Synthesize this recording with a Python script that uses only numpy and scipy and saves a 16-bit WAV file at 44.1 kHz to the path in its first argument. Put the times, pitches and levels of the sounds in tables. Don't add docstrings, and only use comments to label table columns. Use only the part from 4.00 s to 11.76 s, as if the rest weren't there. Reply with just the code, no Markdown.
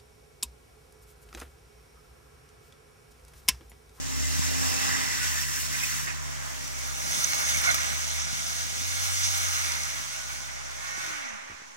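import sys
import numpy as np
from scipy import signal
from scipy.fft import rfft, irfft, next_fast_len
from scipy.io import wavfile
from scipy.ndimage import uniform_filter1d, map_coordinates

SR = 44100
rng = np.random.default_rng(int(sys.argv[2]) if len(sys.argv) > 2 else 0)


def invert_db(level):
    return 10 ** (np.asarray(level, dtype=float) / 20)


def unload_wav(signal):
    wavfile.write(
        sys.argv[1],
        SR,
        np.round(np.clip(np.atleast_2d(signal).T, -1, 1) * 32767).astype(np.int16),
    )


N = 342417
TIME = np.arange(N) / SR
SIZE = next_fast_len(N + 8192)
HZ = np.fft.rfftfreq(SIZE, 1 / SR)

# (frequency [Hz], lead [radians])
LEAD_FROM_BEHIND = [(1290, 3.51), (2930, 4.33), (3960, 4.34), (4220, 3.46), (4910, 4.7), (6120, 5.53),
                    (6890, 9.5), (8610, 12), (10200, 10.8), (11700, 11.06), (14000, 13.5), (15500, 18),
                    (16500, 15)]


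def unit(x):
    return x / np.sqrt(np.mean(x ** 2) + 1e-20)


def curves(rows):
    times, *columns = np.transpose(rows)
    return np.array([np.interp(TIME, times, column) for column in columns])


def along(rows):
    freqs, *columns = np.transpose(rows)
    return np.array([np.interp(np.log(HZ + 1), np.log(freqs + 1), column) for column in columns])


def wobble(rate):
    coarse = TIME[::128]
    knots = rng.standard_normal(int(N * rate / SR) + 4)
    return np.interp(TIME, coarse, map_coordinates(knots, [coarse * rate]))


def plateau(start, end, db_per_s):
    return -db_per_s * np.maximum(np.maximum(start - TIME, TIME - end), 0)


def ports(lead):
    # (frequency [Hz], lead [radians])
    bass_lead = [(60, 2.98), (150, 2.99), (260, 3.08), (500, 3.13), (780, 3.3)]
    freqs, radians = np.transpose(bass_lead + lead)
    left = -np.exp(1j * np.interp(HZ, freqs, radians))
    right = -np.ones(len(HZ))
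    return np.array([left, right])


def engine():
    # (time [s], firing rate [Hz], load level [dB], throttle level [dB])
    driving = [(0, 64.5, -34, -2), (.3, 74, -30, 0), (.6, 81.8, -29, 10), (.86, 86.8, -37, 13),
               (1.11, 84.6, -41, 5), (1.27, 71.4, -33.5, -1), (1.6, 71.8, -37.5, -1),
               (1.95, 76.4, -39.5, -3), (2.75, 65.5, -39, -7), (3.65, 71.8, -35, 3), (4.25, 75, -36, 2),
               (4.55, 80, -40, 4), (5.03, 88.6, -33, 5), (5.47, 86.6, -32.5, 4), (6.05, 72, -44, -6),
               (6.6, 64.8, -43, -4), (7.0, 66.5, -48, -2), (7.2, 56, -57, -14)]
    # (frequency [Hz], level [dB])
    pipe = [(115, -5), (134, -2), (146, 0), (158, 0), (165, -3), (171, -8), (177, -10)]
    # (multiple of the firing rate [-], level at middle revs [dB])
    weak_orders = [(.5, -72), (1.5, -67), (3, -61), (4.5, -67), (5, -70), (6, -65), (7.5, -70), (9, -56),
                   (10.5, -70)]
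    second_start_db, leaving_db_per_s = -38, 1.6

    rate, first_db, effort_db = curves(driving)
    rate = uniform_filter1d(rate, SR // 8)
    second_db = second_start_db - leaving_db_per_s * TIME + np.interp(2 * rate, *np.transpose(pipe))
    phase = 2 * np.pi * np.cumsum(rate * (1 + 0.002 * wobble(20))) / SR
    first = invert_db(first_db + 0.8 * wobble(5) + wobble(11)) * np.cos(phase)
    second = invert_db(second_db + wobble(5) + wobble(11)) * np.cos(2 * phase - 0.6)
    weak = np.zeros(N)
    for multiple, db in weak_orders:
        weak += invert_db(effort_db + db + 2.8 * wobble(9)) * np.cos(multiple * phase + 0.9 * wobble(14))
    running = np.clip((7.3 - TIME) / 0.13, 0, 1)
    return np.sqrt(2) * (first + second + weak) * running


def fan():
    blade_hz = 258.6
    # (time [s], level [dB])
    fan_level = [(0, -41.5), (1.0, -41), (1.5, -51), (2.85, -54), (3.1, -62), (7.76, -63)]
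    phase = 2 * np.pi * blade_hz * TIME + 0.25 * wobble(18)
    hum = np.sin(phase) + invert_db(-18) * np.sin(2 * phase)
    return np.sqrt(2) * invert_db(curves(fan_level)[0] + 1.5 * wobble(8)) * hum


def droplets(patchy_db, per_s, grain_db, spread_db):
    spectrum = signal.stft(rng.standard_normal((3, N)), nperseg=512)[2]
    patches = uniform_filter1d(rng.standard_normal(spectrum.shape[1:]), 6, 0)
    patches = uniform_filter1d(patches, 9, 1)
    noise = signal.istft(spectrum * invert_db(patchy_db * unit(patches)), nperseg=512)[1][:, :N]
    chance = rng.random((3, N))
    rarity = np.minimum(np.log(per_s / SR / chance), 3.5)
    drops = (chance < per_s / SR) * invert_db(grain_db + spread_db * rarity) * np.sign(noise)
    return noise + np.diff(drops, prepend=0)


def arriving(lead, echo_s, echo_db, direct_db):
    # (frequency [Hz], share [0-1])
    common_share = [(100, 0.96), (350, 0.99), (520, 0.92), (750, 0.99), (1200, 0.71), (2200, 0.51),
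                    (3200, 0.44), (6000, 0.51), (7200, 0.24), (9000, 0.56), (15000, 0.57)]
    balance = invert_db(np.outer([0.5, -0.5, -0.5], direct_db))
    balance /= np.sqrt(np.mean(balance[:2] ** 2, axis=0))
    streams = balance * droplets(patchy_db=1.14, per_s=380, grain_db=-2.0, spread_db=6.5)
    common, *own = rfft(streams, SIZE)
    share = np.clip(along(common_share), 0, 1)
    echo = invert_db(echo_db) * np.exp(-2j * np.pi * HZ * echo_s) / (1 + (HZ / 9000) ** 2)
    direct = common * (1 + echo) / (1 - 0.01 * echo) * ports(lead)
    return np.sqrt(share) * direct + np.sqrt(1 - share) * np.array(own)


def clods():
    # (time [s], length [s], extra slush [dB], extra hiss [dB], extra mist [dB])
    splats = [(1.58, 0.082, -2, 0, 3.5), (1.663, 0.072, -5, -3, -7), (1.832, 0.026, 2, 1, 5),
              (2.069, 0.061, 9.5, 1.5, -5), (3.038, .02, 0, 1, 0), (3.238, 0.01, 5, 5, 2),
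              (3.333, 0.0036, 13, 12, -4), (3.49, 0.039, 0.5, 6, 4), (3.536, 0.024, 0, 4, 5),
              (3.569, 0.024, -1, 4.5, 7), (3.616, 0.007, 5, -10, 9), (3.637, 0.037, 6, 5.5, 5),
              (3.685, 0.03, 9, 0, 4), (3.707, 0.018, 5, 7, 7), (3.742, 0.011, 10, 5, 22),
              (4.1, 0.015, -1, 4, -11), (5.23, 0.059, 0, 5.5, -3), (5.365, 0.048, 2, -0.5, 1),
              (5.639, 0.055, 5, 2, 3), (6.279, 0.093, 3.5, -0.5, 5), (6.48, 0.073, 8.5, 0.5, -4),
              (6.97, .01, -5, 4, 4), (2.676, 0.0043, 6, 8, 9), (3.288, .003, -8, -3, -1),
              (3.293, 0.0044, -16, -1, -4), (3.486, .006, 0, 5, 2), (4.466, 0.0054, -6, 9, 0),
              (4.527, .005, -2, 4, -4), (5.719, .005, 3, 10, 2), (5.833, .005, -9, 10, 2),
              (5.95, .005, -7, -6, 6), (2.85, 0.27, 0, -1.5, 2), (4.17, 0.17, 1.5, 0.5, -8),
              (4.62, .2, 0, -0.5, -2), (6.548, .22, 4, 0.5, -4), (7.12, 0.17, 1.5, 1, 1),
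              (0.155, 0.24, 0.5, 1.5, -1), (0.46, 0.22, -1, 0, -1.5), (3.39, 0.092, 2.5, -1.5, 2),
              (1.442, 0.11, -4.5, -2, -1.5), (7.22, 0.17, 2.5, 1, -4)]
    extra = np.zeros((3, N))
    for s, length, *boost_db in splats:
        start = int(s * SR)
        u = np.arange(min(int(3 * length * SR), N - start)) / SR / length
        extra[:, start:start + len(u)] += np.outer(boost_db, np.minimum(8 * u, 1) * np.exp(-u ** 2))
    return extra


def mud_levels():
    # (time [s], wheelspin [dB], depth of the mud [dB], drag under the floor [dB])
    wheels = [(0, -37.5, -5.5, 2.5), (.25, -31, -6.5, 0), (.7, -28.5, -5.5, 0), (1.0, -30, -0.5, 0.5),
              (1.3, -29.5, -4, -5), (2.0, -32, -3.5, -4), (2.2, -41, -0.5, 8.5), (2.9, -35.5, -4, 2),
              (3.2, -27.5, -7, -2.5), (3.8, -29.5, -0.5, -0.5), (4.1, -31, -6, -2), (4.75, -32, -7, -3),
              (5.25, -27.5, -6.5, -7), (5.7, -30.5, -3, -2), (6.66, -40, -4, 5.5), (7.06, -35.5, 1, 4),
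              (7.42, -47, 8, 15.5), (7.76, -50.5, 2.5, 10.5)]
    # (middle [s], half length [s], level [dB])
    arch = (2.09, 0.98, 4.1)
    full_spin_db = -30
    mist_base_db, mist_grows, mist_damped = -41, 1.3, 0.21
    sight_follows = 0.44
    slop_base_db, slop_feels_clods = -11.5, 0.23
    churn_base_db, churn_follows, churn_deep, churn_fade_db_per_s = -40.5, 1, 0.64, 1.25
    woods_db = -60

    surge = 0.3 * wobble(3.8) + 0.5 * wobble(20)
    thrown_db = clods()
    spin_db, depth_db, drag_db = curves(wheels)
    harder = spin_db - full_spin_db
    arch_db = arch[2] * np.exp(-((TIME - arch[0]) / arch[1]) ** 4)
    mist_db = mist_base_db + mist_grows * harder - mist_damped * depth_db + arch_db
    slop_db = slop_base_db + spin_db + drag_db + slop_feels_clods * thrown_db[0]
    direct_db = sight_follows * harder + 0.33 * thrown_db.max(axis=0)

    bands_db = np.array([slop_db, spin_db + depth_db, spin_db, mist_db])
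    bands_db += 0.75 * np.pad(thrown_db, ((1, 0), (0, 0))) - 2.5
    bands_db += surge + 0.31 * np.array([wobble(9.2) for band in range(4)])
    churn_db = churn_base_db + churn_follows * harder + churn_deep * drag_db
    churn_db = churn_db - churn_fade_db_per_s * TIME + 1.3 * wobble(7)
    return invert_db(bands_db), invert_db(churn_db) + invert_db(woods_db), direct_db


def mud():
    # (frequency [Hz], ..)
    edges_hz = (560, 1000, 3000, 9000, 15850)
    # (start [s], end [s])
    turn_s = (1.94, 2.9)
    # (frequency [Hz], level per Hz [dB])
    churn_colour = [(20, -14), (45, -7), (70, -1), (120, -.5), (200, -0.5), (350, 2.5), (430, -3.5),
                    (600, -12.5), (900, -48)]
    # (frequency [Hz], left level [dB], right level [dB])
    flank_colour = [(490, -2, 4), (790, -1.2, 3), (1300, 5, 11), (2060, 9, 12.5), (2580, 2, 1.9),
                    (4200, -3, 2), (5500, -10, 10), (5470, 4.5, 10), (6250, 6.5, 6.5), (7240, 7.5, -3.5),
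                    (8800, -5, -1.5), (10830, -3, -8), (14070, -10.5, -11), (15500, -4, -3)]
    # (frequency [Hz], left level [dB], right level [dB])
    behind_colour = [(503, 0.5, 4.5), (790, 3, 7.5), (1460, 9, 12.5), (2230, 8.5, 12.5), (2840, 0, -0.1),
                     (4990, -3, 2.5), (5410, -4.5, 7.5), (5970, 7, 7), (6410, 6.5, 5.5), (7170, -0.5, -3),
                     (8750, -8, -7.5), (10050, -7, -12), (13100, -16.5, -15.5), (15700, -9, -18)]
    # (frequency [Hz], lead [radians])
    flank_lead = [(1290, 3.61), (2930, 6.26), (3450, 2.8), (4050, 7.7), (5770, 8.3), (7060, 10.4),
                  (7750, 11.6), (8700, 16), (9820, 16.76), (10900, 16.5), (12400, 21.4), (13900, 25),
                  (16500, 27.5)]

    levels, churn, direct_db = mud_levels()
    behind = np.clip((TIME - turn_s[0]) / (turn_s[1] - turn_s[0]), 0, 1)
    above = [1 / (1 + (edge / (HZ + 1)) ** 16) for edge in edges_hz[:-1]] + [0]
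    flank_wave = arriving(flank_lead, echo_s=0.00113, echo_db=-6, direct_db=direct_db)
    behind_wave = arriving(LEAD_FROM_BEHIND, echo_s=0.0014, echo_db=-3.5, direct_db=direct_db)
    views = [(1 - behind, flank_colour, flank_wave), (behind, behind_colour, behind_wave)]
    out = np.zeros((2, N))
    for weight, colour, wave in views:
        spray = wave * invert_db(along(colour)) * (HZ < edges_hz[-1])
        mix = churn * unit(irfft(wave * invert_db(along(churn_colour)), SIZE)[:, :N])
        for k in range(len(levels)):
            band = irfft(spray * np.sqrt(np.abs(above[k] - above[k + 1])), SIZE)[:, :N]
            mix += levels[k] * unit(band)
        out += np.sqrt(weight) * mix
    return out


def singing_rubber(rows, width_hz):
    flutter = 0.6 + 0.7 * (wobble(width_hz) + 1j * wobble(width_hz))
    out = np.zeros(N)
    for s, half, from_hz, to_hz, db in rows:
        u = np.linspace(-2, 2, int(4 * half * SR))
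        phase = 2 * np.pi * np.cumsum(from_hz + (to_hz - from_hz) * (u + 1) / 2) / SR
        start = int((s - 2 * half) * SR)
        at = slice(start, start + len(u))
        out[at] += invert_db(db) * np.exp(-u ** 2) * (flutter[at] * np.exp(1j * phase)).real
    return out


def long_singing():
    # (middle [s], half length [s], start pitch [Hz], end pitch [Hz], level [dB])
    thin_notes = [(.25, .12, 2050, 2060, -43), (.45, .1, 2036, 2020, -44), (.68, .12, 2040, 2020, -41.5),
                  (.95, .12, 1960, 1925, -37.5), (1.0, .15, 2050, 2030, -42), (1.2, .1, 1990, 1935, -39),
                  (1.38, 0.078, 1900, 1804, -43), (1.23, .1, 1490, 1470, -40.5),
                  (3.35, .15, 2180, 2220, -45), (3.3, .15, 6500, 6520, -39), (3.5, .12, 6540, 6500, -37),
                  (6.2, .12, 1460, 1470, -49), (6.45, .15, 1480, 1480, -51.5), (6.75, .12, 1460, 1450, -51),
                  (7.07, .1, 1490, 1480, -40.5), (7.1, .08, 2220, 2200, -48), (7.05, .08, 1850, 1890, -45)]
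    return np.array([singing_rubber(thin_notes, width_hz=45) for port in range(2)])


def knocks(rows, turns):
    out = np.zeros(N)
    for s, hz, db in rows:
        u = np.arange(SR // 20) / SR * hz
        swing = np.sin(2 * np.pi * u * (1 - 0.03 * np.minimum(u, 2)))
        start = int(s * SR)
        out[start:start + len(u)] += invert_db(db) * swing * np.exp(-(u / turns) ** 2)
    return out


def rut_thuds():
    # (time [s], pitch [Hz], level [dB])
    thuds = [
        (.394, 150, -16),
        (4.33, 120, -22),
        (6.0, 179, -28),
    ]
    return knocks(thuds, turns=0.58)


def squeals():
    # (middle [s], half length [s], start pitch [Hz], end pitch [Hz], level [dB])
    chirps = [(0.793, .035, 2620, 2650, -40), (1.752, .01, 2110, 2100, -35), (1.752, .012, 2480, 2420, -40),
              (1.803, .012, 2450, 2480, -38), (1.836, .008, 2120, 2070, -30),
              (1.841, 0.0077, 2520, 2550, -28), (1.87, .006, 2400, 2330, -38),
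              (1.868, .006, 1820, 1800, -41), (2.084, 0.015, 1875, 1830, -31.5),
              (2.112, 0.0087, 1625, 1640, -34), (2.1, .012, 2480, 2450, -36.5),
              (3.244, .001, 6200, 6300, -20), (3.2457, 0.00076, 6270, 6300, -16),
              (3.716, .001, 6340, 6400, -21.5), (3.528, .006, 2360, 2290, -31),
              (3.548, .005, 2220, 2200, -29), (3.568, .007, 2340, 2260, -27),
              (3.621, .005, 2244, 2230, -23), (3.645, .006, 2230, 2200, -30), (3.66, 0.0278, 792, 790, -33),
              (3.69, 0.029, 724, 686, -32), (3.72, .02, 630, 610, -38), (3.674, .012, 2280, 2166, -24),
              (3.674, .01, 1473, 1460, -32), (3.693, .008, 2162, 2070, -24),
              (3.694, 0.011, 1517, 1420, -30), (3.704, 0.0069, 4200, 4050, -31),
              (3.71, 0.0078, 3550, 3540, -33), (3.785, .008, 1810, 1880, -28.5),
              (3.805, .004, 2120, 2080, -35), (7.17, .04, 2150, 2230, -46)]
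    return singing_rubber(chirps, width_hz=110)


def tread():
    # (multiple of the block rate [-], loudest moment [s], level [dB])
    overtones = [(2, 7.02, -6), (3, 6.95, -2), (4, 6.99, 2), (5, 6.88, -1), (6, 6.95, -2), (7, 6.9, -11)]
    slip_s, grip_s, stop_s = 6.76, 7.05, 7.39
    block_hz, slip_hz_per_s, brake_hz_per_s = 360, 52, 510
    whine_base_db, hum_base_db, swell_db_per_s = -48, -48.5, 250

    slipping = slip_hz_per_s * (np.minimum(TIME, grip_s) - slip_s)
    braking = brake_hz_per_s * np.maximum(TIME - grip_s + 0.0347, 0)
    phase = 2 * np.pi * np.cumsum(block_hz + slipping - braking) / SR
    hum_db = hum_base_db + plateau(grip_s + 0.039, stop_s - 0.04, swell_db_per_s)
    whine_db = whine_base_db + plateau(slip_s + 0.034, grip_s, swell_db_per_s)
    whine = np.zeros(N)
    for multiple, s, db in overtones:
        level_db = whine_db + db - 350 * (TIME - s) ** 2 + 2.2 * wobble(25)
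        whine += invert_db(level_db) * np.sin(multiple * phase + 0.7 * wobble(30))
    return np.sqrt(2) * (invert_db(hum_db + 2.3 * wobble(33)) * np.sin(phase) + whine)


def handling():
    # (time [s], pitch [Hz], level [dB])
    bumps = [
        (6.97, 60, -55),
        (7.095, 68.7, -53),
        (7.15, 60, -65),
        (7.33, 90.5, -53),
        (7.505, 79.6, -48),
        (7.525, 72, -49),
    ]
    # (time [s], pitch [Hz], level [dB])
    taps = [(6.98, 327, -38), (7.037, 197, -47), (7.058, 300, -47), (7.077, 300, -39), (7.093, 200, -50),
            (7.107, 350, -40), (7.123, 200, -48), (7.155, 280, -48), (7.5, 300, -39), (7.517, 350, -40),
            (7.532, 330, -47), (7.546, 300, -48), (7.6, 330, -47), (7.619, 353, -42)]
    return (knocks(taps, turns=0.6) + knocks(bumps, turns=1.7)) * np.array([[1.1], [0.8]])


def scene():
    # (frequency [Hz], left level [dB], right level [dB])
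    tone_ports = [(25, -22, -22), (56, 0.3, -0.1), (150, -1.1, 0.2), (259, -0.2, 0.2), (500, -2.5, 2),
                  (780, -1.8, 1.4), (1490, -2.5, 5.0)]
    car = rfft(engine() + fan() + rut_thuds() + squeals() + tread(), SIZE)
    tones = irfft(car * ports(LEAD_FROM_BEHIND) * invert_db(along(tone_ports)), SIZE)[:, :N]
    return tones + mud() + long_singing() + handling()


def band_limit(x):
    return signal.sosfilt(signal.butter(12, 15900, fs=SR, output="sos"), x)


def record(dry):
    mix = dry - 0.001
    return band_limit(mix)


dry = scene()
out = record(dry)
unload_wav(out)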